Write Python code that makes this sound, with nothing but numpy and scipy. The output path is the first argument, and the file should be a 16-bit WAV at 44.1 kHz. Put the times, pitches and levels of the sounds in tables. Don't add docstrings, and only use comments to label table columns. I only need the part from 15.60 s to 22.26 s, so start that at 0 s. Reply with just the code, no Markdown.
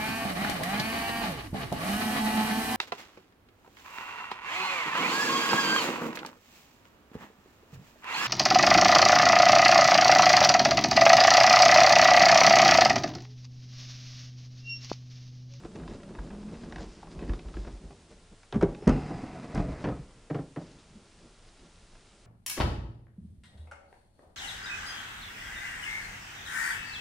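import sys
import numpy as np
from scipy import signal
from scipy.fft import rfft, irfft, next_fast_len
from scipy.io import wavfile

SR = 44100
rng = np.random.default_rng(int(sys.argv[2]) if len(sys.argv) > 2 else 0)


def transcribe(u):
    v = np.clip(np.atleast_2d(u).T, -1, 1)
    q = np.round(v * 32767).astype(np.int16)
    wavfile.write(sys.argv[1], SR, q)


N = 293706
TIME = np.arange(N) / SR
BLOW_TIME = TIME[:SR // 3]
BAND_EDGES_HZ = 35 * 2 ** (np.arange(18) / 2)
LANDING_S, SEATED_S = 3.2, 4.6

# (time [s], body gain [dB], hardness [Hz], spot pitch [Hz], flex [dB], crack [dB])
HOOD_KNOCKS = [(1.622, -33.5, 400, 290, 10, -55), (1.688, -35, 350, 252, 12.5, -55),
               (1.735, -38, 450, 342, 10, -53), (1.968, -33.5, 600, 340, 8, -40),
               (2.070, -35.5, 1400, 356, 0, -45), (2.235, -36, 296, 234, -4, -53),
               (2.305, -41, 1380, 267, -1, -32.5), (2.925, -26.5, 2200, 182, -3, -31),
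               (2.942, -25.5, 1490, 151, 7, -30), (2.957, -18.5, 230, 225, 10.5, -23),
               (3.011, -23.5, 2600, 1320, -7.5, -19), (3.025, -20, 990, 563, 8, -13.5),
               (3.030, -13, 385, 372, 12, -44), (3.027, -19.5, 170, 164.4, 10.5, -55),
               (3.223, -36.5, 1200, 415, 8.5, -50), (3.271, -25.5, 119, 76, 15.5, -64),
               (3.270, -10, 302, 201, 7.5, -25), (3.275, -16.5, 1900, 410, 3, -9),
               (3.292, -13.5, 630, 254, 8.5, -8), (3.355, -24.5, 300, 244, 11, -50),
               (3.505, -29, 1105, 297, 4, -29), (3.545, -33, 160, 141, 12, -49),
               (3.618, -47, 1493, 500, -2, -27), (3.634, -30.5, 303, 258, 10.5, -52),
               (3.942, -20.5, 200, 112, -9, -48), (3.956, -24, 1500, 234, 0.5, -34),
               (3.975, -22, 1200, 204, 3, -23), (3.998, -21, 350, 172, 6, -36),
               (4.046, -29, 298, 156, 9, -49), (4.084, -24, 280, 162, 0, -47),
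               (4.128, -43, 1100, 304, 4, -35), (4.241, -21.5, 1760, 255, -6, -30),
               (4.272, -23, 900, 222, 1.5, -37), (4.286, -23, 1080, 440, 2.5, -39),
               (4.322, -28.5, 350, 240, 6.5, -48), (4.392, -38.5, 200, 142, 12, -58)]
# (time [s], thud gain [dB], spot pitch [Hz], joint tick gain [dB])
HOME_BUMPS = [(4.700, -24, 159, -32.5), (4.745, -23.5, 156, -30), (4.782, -27.5, 151, -38),
              (4.962, -27, 161, -36), (5.01, -39, 153, -47)]
# (pitch [Hz], relative level [dB], t60 [s])
FREE_HOOD_MODES = [(127.7, 3.5, 0.16), (166, 4, 0.15), (215, -10, 0.2), (247, -3.5, 0.16), (344, -6, 0.082),
                   (371, 2.5, 0.13), (396.3, 4, 0.17), (510, -11, 0.045), (690, -6, 0.08), (817, -16, 0.24),
                   (1250, -34, .14), (1484, -19, 0.065)]
HOOD_ON_CASE_MODES = [(60.6, 9, 0.037), (102, -16, 0.11), (134, 4.5, 0.094), (147.3, 0, 0.31),
                      (173, 1.5, 0.11), (186, -35, .14), (225.6, -15.5, 0.49), (271, -6, 0.25),
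                      (294.3, 0.5, 0.15), (326, -13, 0.058), (411, -13, 0.14), (493, -9, 0.13),
                      (500, -2, 0.1), (516, -8, 0.13), (612, -12, 0.13), (703, -11, 0.29), (816, -8, 0.021),
                      (968, -13, 0.14), (1180, -16, 0.12), (1278, -8, 0.11), (1530, -23, 0.17),
                      (1790, -12, 0.056)]
PALM_DAMPED_MODES = [(140, 1.5, .13), (169, -1, 0.2), (283.5, 2.5, 0.099), (312, -2.5, 0.057),
                     (435, -5.5, 0.1), (614, -13.5, 0.23), (701, -10, 0.17), (792, -13.5, 0.21),
                     (1285, -14, 0.074), (1870, -12, .05)]
# (frequency [Hz], relative density [dB])
WOOD_SPECTRUM = [(40, 20), (80, 5), (170, 3.5), (380, 1), (750, -5), (1100, -8.5), (1800, -14), (3000, -20),
                 (6000, -29.5), (11000, -51)]
CRACK_SPECTRUM = [(300, -14), (900, 18), (1800, 15.5), (3500, -20), (5500, 3.5), (8000, -11.5),
                  (11000, -14)]
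SNAP_SPECTRUM = [(4200, -4), (5600, 11), (8000, -13), (11000, -2)]
FRAME_SPECTRUM = [(300, -31), (700, 12), (1150, 2), (1800, 0.5), (3500, -5), (5000, -1.5), (10000, -45)]

# (time [s], level [dB])
SCRAPE_CURVE = [(3.08, -50.5), (3.2, -56), (3.31, -37), (3.45, -42.5), (3.921, -44.5), (3.975, -39.5),
                (4.06, -43), (4.225, -45), (4.28, -46), (4.47, -59.5), (4.68, -62.5)]
SQUEAL_CURVE = [(3.22, -68), (3.55, -68), (3.68, -83), (3.9, -85)]
# (pitch at landing [Hz], sag [Hz/s], width [Hz], relative level [dB])
RUNNER_BANDS = [(826, 230, 90, -8), (1845, 110, 660, -19.5), (2645, 170, 370, -22.5)]
# (time [s], gain [dB])
WOOD_SNAPS = [(3.276, -20), (3.948, -23)]
# (frequency [Hz], relative density [dB])
SCRAPE_SPECTRUM = [(29, -11), (50, -5), (169, 5.5), (258, 2.5), (329, -2.5), (449, -3), (530, -6.5),
                   (747, -11.5), (950, -9), (1300, -13), (1660, -19), (2120, -17), (2950, -27), (4920, -27),
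                   (10000, -41), (13000, -91), (22000, -120)]
RUB_SPECTRUM = [(30, -8), (46, 7.5), (85, -4), (160, 2), (215, 3.5), (290, -1), (400, -1.5), (560, -12),
                (750, -14.5), (1100, -18.5), (1600, -28), (3000, -36.5), (6000, -102)]
CLOTH_SPECTRUM = [(600, 7), (1500, 8.5), (3000, 6.5), (5000, 8.5), (7500, 0.5), (11000, -48)]

# (time [s], gain [dB], ring pitch [Hz], hardness [Hz])
DOOR_RATTLES = [(0.0344, -44, 1190, 3000), (0.0484, -43.5, 1160, 5000), (0.157, -40, 1180, 7000),
                (0.2775, -39.5, 1090, 4500), (0.4329, -43.5, 1140, 5000), (0.509, -51, 800, 1500),
                (0.55, -41, 1220, 3000), (0.5866, -33.5, 1590, 1790), (0.704, -38.5, 1270, 2000),
                (0.941, -45, 2118, 5000), (1.035, -43, 1666, 5000), (1.1235, -34.5, 1650, 4500),
                (1.159, -32.5, 1730, 4500), (1.182, -38.5, 1630, 5000), (1.203, -38, 790, 1730),
                (1.4285, -34.5, 850, 1310), (1.471, -39.5, 1120, 1400), (1.591, -41.5, 2560, 4000),
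                (1.615, -45, 2600, 3000), (1.638, -47, 2550, 3000), (1.6945, -34.5, 1770, 3000),
                (1.7345, -36.5, 1200, 4000), (1.792, -40, 2520, 4500), (1.885, -45, 1390, 4000),
                (1.94, -38.5, 1230, 2500), (1.968, -41, 1630, 4000), (2.047, -40.5, 1330, 2500),
                (2.075, -42.5, 1200, 2500), (2.8315, -48, 2200, 6000), (2.925, -34.5, 3100, 7000),
                (3.148, -41.5, 2480, 5970), (3.954, -34, 1500, 2210), (4.248, -35, 1990, 2980),
                (4.256, -37, 1600, 2500), (4.288, -47, 3200, 4000), (4.961, -37.5, 1980, 2420),
                (6.352, -48, 1800, 2000)]
# (time [s], relative level [dB])
FOOTFALLS = [(0.278, -46), (0.582, -31.5), (1.12, -39), (1.18, -37), (1.249, -40), (1.566, -36),
             (1.631, -36), (1.69, -22.5), (1.852, -34), (1.945, -32), (1.982, -29.5), (2.06, -38),
             (2.125, -36), (2.24, -39)]
# (pitch [Hz], relative level [dB], t60 [s])
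GLASS_MODES = [(902, 2, 0.039), (1624, 3.5, 0.031), (1920, -4.5, 0.036), (2595, -1, 0.048),
               (3700, 0.5, 0.031), (5230, -11, .04)]
FLOOR_MODES = [(37, -6.5, 0.29), (46.7, 6, 0.19), (68, 2.5, 0.072), (106, -7, 0.094)]

# (time [s], rub [dB], swish [dB])
CARRY_CURVE = [(0.0, -49.5, -66), (0.12, -52.5, -68), (0.18, -41.5, -66), (0.45, -48, -71), (0.6, -44, -66),
               (1.24, -46.5, -62), (1.31, -52.5, -60.5), (1.52, -50, -70.5), (1.6, -41.5, -64),
               (1.72, -40.5, -62), (1.84, -52.5, -66.5), (2.08, -47.5, -62.5), (2.2, -55, -70.5),
               (2.65, -65, -77)]
RELEASE_CURVE = [(5.02, -50.5, -62), (5.25, -63, -69.5), (6.45, -64.5, -66.5), (6.66, -70, -77)]
# (middle [s], length [s], rub [dB], swish [dB])
GRIP_SHIFTS = [(0.053, 0.028, -38.5, -61), (0.161, 0.021, -37.5, -59), (0.325, 0.12, -41.5, -58.5),
               (1.218, 0.077, -41.5, -51), (1.52, 0.045, -70, -58), (1.863, 0.032, -43, -68),
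               (1.958, 0.046, -51, -62), (2.52, 0.074, -53, -58), (2.729, 0.042, -51, -85),
               (4.225, 0.08, -51, -61), (5.35, 0.25, -59, -81), (5.65, 0.11, -55, -71),
               (6.03, 0.14, -56.5, -79)]
# (pitch [Hz], width [Hz], relative level [dB])
HOLLOW_BANDS = [(167, 12, -2), (236, 26, -16.5), (327, 31, -9.5), (384, 22, -9), (571, 53, -7)]
# (time [s], pitch [Hz], level [dB])
LIFT_HUM_CURVE = [(0.03, 214, -49.5), (0.3, 195, -57), (0.45, 196.7, -58), (0.65, 199.8, -54),
                  (0.88, 208.5, -45.5), (0.96, 232, -50), (1.1, 238.5, -51)]

# (frequency [Hz], relative density [dB])
REFLECTION_SPECTRUM = [(40, -5.5), (150, -3.5), (700, 3), (2500, 1), (10000, -0.5)]
ROOM_TONE_SPECTRUM = [(12, -20), (20, 16.5), (75, -1.5), (106, 3), (133, -10.5), (276, -10), (408, -10),
                      (669, -11.5), (782, -12), (1350, -16.5), (2460, -18), (2720, -17), (10000, -22.5),
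                      (13000, -133), (22000, -120)]
SIDE_HISS_SPECTRUM = [(30, -34), (300, 4), (1000, 10.5), (4000, 10), (9800, 8), (11000, -30)]
# (pitch [Hz], rms level [dB])
WHINE_TONES = [(1378, -79.5), (2756, -99), (5512, -87)]


def wood_blows(blows):
    count = len(blows)
    free = rings(FREE_HOOD_MODES, scatter_db=3.5, count=count)
    on_case = rings(HOOD_ON_CASE_MODES, scatter_db=4, count=count)
    seated = rings(PALM_DAMPED_MODES, scatter_db=2.5, count=count)
    wood = bursts(WOOD_SPECTRUM, t60=.12, dulling=.18, swell_cycles=.16, count=count)
    cracks = bursts(CRACK_SPECTRUM, t60=.07, dulling=.3, swell_cycles=1.5, count=count)
    tails = room_tails(count)
    out = np.zeros(N)
    for k, (s, db, hard_hz, lowest_hz, spot_hz, flex_db, crack_db) in enumerate(blows):
        if s < LANDING_S:
            panels = from_db(20) * free[k]
        elif s < SEATED_S:
            panels = from_db(22) * on_case[k]
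        else:
            panels = from_db(23.5) * seated[k]
        cycles = spot_hz * BLOW_TIME
        flex = unit_energy(cycles * np.exp(-cycles / .93) * np.sin(2 * np.pi * cycles))
        body = panels + from_db(23.5) * wood[k] + from_db(15.5 + flex_db) * flex
        body = cut(body, hard_hz, "low", order=1)
        body = cut(body, lowest_hz, "high", order=3)
        blow = from_db(db) * body + from_db(crack_db) * cracks[k]
        add(out, s, blow)
        add(out, s, signal.fftconvolve(blow, tails[k]))
    return out


def knocks():
    lowest_share = .28
    return [(s, db, hard_hz, lowest_share * spot_hz, spot_hz, flex_db, crack_db)
            for s, db, hard_hz, spot_hz, flex_db, crack_db in HOOD_KNOCKS]


def bumps():
    tick_hard_hz, tick_lowest_hz, tick_spot_hz = 2510, 204, 473
    thud_hard_hz, thud_lowest_hz, thud_lag_s = 597, 129, .00593
    ticks = [(s, db, tick_hard_hz, tick_lowest_hz, tick_spot_hz, 0, db - 4)
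             for s, _, _, db in HOME_BUMPS]
    thuds = [(s + thud_lag_s, db, thud_hard_hz, thud_lowest_hz, spot_hz, 0, db - 26)
             for s, db, spot_hz, _ in HOME_BUMPS]
    return ticks + thuds


def runner_scrape():
    scrape_db, = in_time(SCRAPE_CURVE)
    squeal_db, = in_time(SQUEAL_CURVE)
    sliding_s = np.clip(TIME, LANDING_S, SCRAPE_CURVE[-1][0]) - LANDING_S
    slips = friction(per_s=4000, spread_db=3, uneven_db=1.5)
    scrape = colour(slips, SCRAPE_SPECTRUM)
    for hz, sag, width_hz, db in RUNNER_BANDS:
        pressure_db = 2.5 * drift(per_s=9.8)
        scrape += from_db(db + pressure_db) * narrow_noise(hz - sag * sliding_s, width_hz)
    squeal_hz = 4760 + 624 * np.exp(-sliding_s / .28)
    squeal = during(SQUEAL_CURVE) * from_db(squeal_db) * narrow_noise(squeal_hz, width_hz=380)
    return during(SCRAPE_CURVE) * from_db(scrape_db) * scrape + squeal


def dry_snaps():
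    snaps = bursts(SNAP_SPECTRUM, t60=.017, dulling=.2, swell_cycles=1, count=len(WOOD_SNAPS))
    out = np.zeros(N)
    for (s, db), snap in zip(WOOD_SNAPS, snaps):
        add(out, s, from_db(db) * cut(snap, 4800, "high", order=6))
    return out


def door_rattle():
    taps = [*DOOR_RATTLES, *door_chatter()]
    glass = rings(GLASS_MODES, scatter_db=2, count=len(taps))
    frame = bursts(FRAME_SPECTRUM, t60=.034, dulling=.5, swell_cycles=.5, count=len(taps))
    ticks = from_db(-2) * frame + from_db(-6.5) * glass
    out = np.zeros(N)
    for (s, db, hz, hard_hz), tick in zip(taps, ticks):
        ring = unit_energy(resonate(tick, hz, width_hz=230))
        tap = from_db(16.5) * tick + from_db(8.5) * ring
        add(out, s, from_db(db) * cut(tap, hard_hz, "low"))
    return out


def door_chatter():
    from_s, to_s, per_s = .1, 1.75, 17
    ring_hz, hard_hz = 1480, 2500
    jitter, octaves = rng.uniform(-.5, .5, (64, 2)).T
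    times = from_s + (np.arange(len(jitter)) + .5 + jitter) / per_s
    rub_db, _ = in_time(CARRY_CURVE)
    levels = np.interp(times, TIME, rub_db) - 2
    pitches = ring_hz * 2 ** octaves
    return [(s, db, hz, hard_hz) for s, db, hz in zip(times, levels, pitches) if s < to_s]


def footsteps():
    thuds = rings(FLOOR_MODES, scatter_db=1, count=len(FOOTFALLS))
    out = np.zeros(N)
    for (s, db), thud in zip(FOOTFALLS, thuds):
        add(out, s, from_db(db + 28.5) * thud)
    return out


def hands_and_sleeves():
    rub_gain, swish_gain = hand_motion()
    slips = friction(per_s=9000, spread_db=2, uneven_db=1.8)
    hum = sum(from_db(db) * unit_rms(resonate(slips, hz, width)) for hz, width, db in HOLLOW_BANDS)
    rub = unit_rms(colour(slips, RUB_SPECTRUM) + from_db(-12.5) * hum)
    cloth = colour(friction(per_s=6000, spread_db=4.5, uneven_db=2), CLOTH_SPECTRUM)
    lift_hz, lift_db = in_time(LIFT_HUM_CURVE)
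    lift_hum = during(LIFT_HUM_CURVE) * from_db(lift_db) * narrow_noise(lift_hz, width_hz=19.5)
    return rub_gain * rub + lift_hum + swish_gain * cloth


def hand_motion():
    motion = sum(during(curve) * from_db(in_time(curve)) for curve in (CARRY_CURVE, RELEASE_CURVE))
    for s, length_s, rub_db, swish_db in GRIP_SHIFTS:
        motion = np.hypot(motion, from_db([[rub_db], [swish_db]]) * swell(s, length_s))
    return motion


def palm_drag():
    hum = narrow_noise(hz=np.full(N, 213), width_hz=16)
    return from_db(-52.5) * swell(middle_s=5.33, length_s=.12) * hum


def room_tails(count):
    return from_db(-13) * bursts(REFLECTION_SPECTRUM, t60=.33, dulling=.41, swell_cycles=1, count=count)


def room_tone():
    murmur = from_db(-56.5) * colour(rng.standard_normal(N), ROOM_TONE_SPECTRUM)
    whine = sum(from_db(db) * np.sqrt(2) * np.sin(2 * np.pi * hz * TIME) for hz, db in WHINE_TONES)
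    side_hiss = from_db(-72.5) * colour(rng.standard_normal(N), SIDE_HISS_SPECTRUM)
    return murmur + whine + side_hiss * [[1], [-1]]


def rings(modes, scatter_db, count):
    hz, db, t60 = np.transpose(modes)[:, :, None]
    waves = from_db(db - 60 * BLOW_TIME / t60) * np.sin(2 * np.pi * hz * BLOW_TIME)
    shares = from_db(scatter_db * rng.standard_normal((count, len(modes))))
    signs = (-1) ** np.arange(len(modes))
    return unit_energy((shares * signs) @ waves)


def bursts(spectrum, t60, dulling, swell_cycles, count):
    white = rng.standard_normal((count, 2, len(BLOW_TIME)))
    out = 0
    for k, (low, high) in enumerate(zip(BAND_EDGES_HZ, BAND_EDGES_HZ[1:])):
        hz = np.sqrt(low * high)
        band_t60 = t60 * (1000 / hz) ** dulling
        attack = 1 - np.exp(-BLOW_TIME * hz / swell_cycles)
        decay = from_db(-60 * BLOW_TIME / band_t60)
        band = unit_energy(cut(white[:, k % 2], [low, high], "band") * attack * decay)
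        out = out + band * from_db(at_hz(spectrum, hz)) * np.sqrt(high - low)
    return unit_energy(out)


def friction(per_s, spread_db, uneven_db):
    slips = (rng.random(N) < per_s / SR) * rng.choice([-1, 1], N)
    size_db = spread_db * np.minimum(rng.exponential(1, N), 4)
    return unit_rms(slips * from_db(size_db + uneven_db * drift(per_s=45)))


def narrow_noise(hz, width_hz):
    flutter = cut(rng.standard_normal(N), width_hz / 2, "low")
    return unit_rms(flutter * np.sin(2 * np.pi * np.cumsum(hz) / SR))


def drift(per_s):
    return np.interp(TIME * per_s, np.arange(4000), rng.standard_normal(4000))


def swell(middle_s, length_s):
    return np.cos(np.pi * np.clip((TIME - middle_s) / length_s, -.5, .5))


def in_time(rows):
    times, *columns = np.transpose(rows)
    return [np.interp(TIME, times, column) for column in columns]


def during(rows, fade_s=.04):
    start, end = rows[0][0], rows[-1][0]
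    return np.interp(TIME, [start - fade_s, start, end, end + fade_s], [0, 1, 1, 0])


def at_hz(spectrum, hz):
    points_hz, db = np.transpose(spectrum)
    return np.interp(np.log(hz + 1e-3), np.log(points_hz), db)


def colour(x, spectrum):
    size = next_fast_len(N)
    gains = from_db(at_hz(spectrum, np.fft.rfftfreq(size, 1 / SR)))
    return unit_rms(irfft(rfft(x, size) * gains, size)[..., :N])


def cut(x, hz, kind, order=2):
    sections = signal.butter(order, np.clip(hz, 10, .45 * SR), kind, fs=SR, output="sos")
    return signal.sosfilt(sections, x)


def resonate(x, hz, width_hz):
    r = np.exp(-np.pi * width_hz / SR)
    feedback = [1, -2 * r * np.cos(2 * np.pi * hz / SR), r * r]
    return signal.lfilter(np.array([1, 0, -1]) * (1 - r * r) / 2, feedback, x)


def from_db(db):
    return 10 ** (np.asarray(db) / 20)


def unit_rms(x):
    return x / np.sqrt(np.mean(x ** 2) + 1e-20)


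def unit_energy(x):
    return x / np.linalg.norm(x, axis=-1, keepdims=True)


def add(track, s, sound):
    start = max(round(s * SR), 0)
    track[start:start + len(sound)] += sound[:N - start]


def scene():
    bed = room_tone()
    mid_tail, side_tail = room_tails(count=2)
    moves = footsteps() + hands_and_sleeves() + runner_scrape() + door_rattle()
    moves += dry_snaps() + palm_drag()
    mid = wood_blows(knocks() + bumps()) + moves + signal.fftconvolve(moves, mid_tail)[:N]
    side = from_db(-36.5) * signal.fftconvolve(mid, side_tail)[:N] - from_db(-43.5) * mid
    return mid + side * [[1], [-1]] + bed


def record(dry):
    top_hz = 10800
    top_cut = signal.ellip(10, .2, 70, top_hz, fs=SR, output="sos")
    return signal.sosfilt(top_cut, cut(dry, hz=20, kind="high"))


dry = scene()
out = record(dry)
transcribe(out)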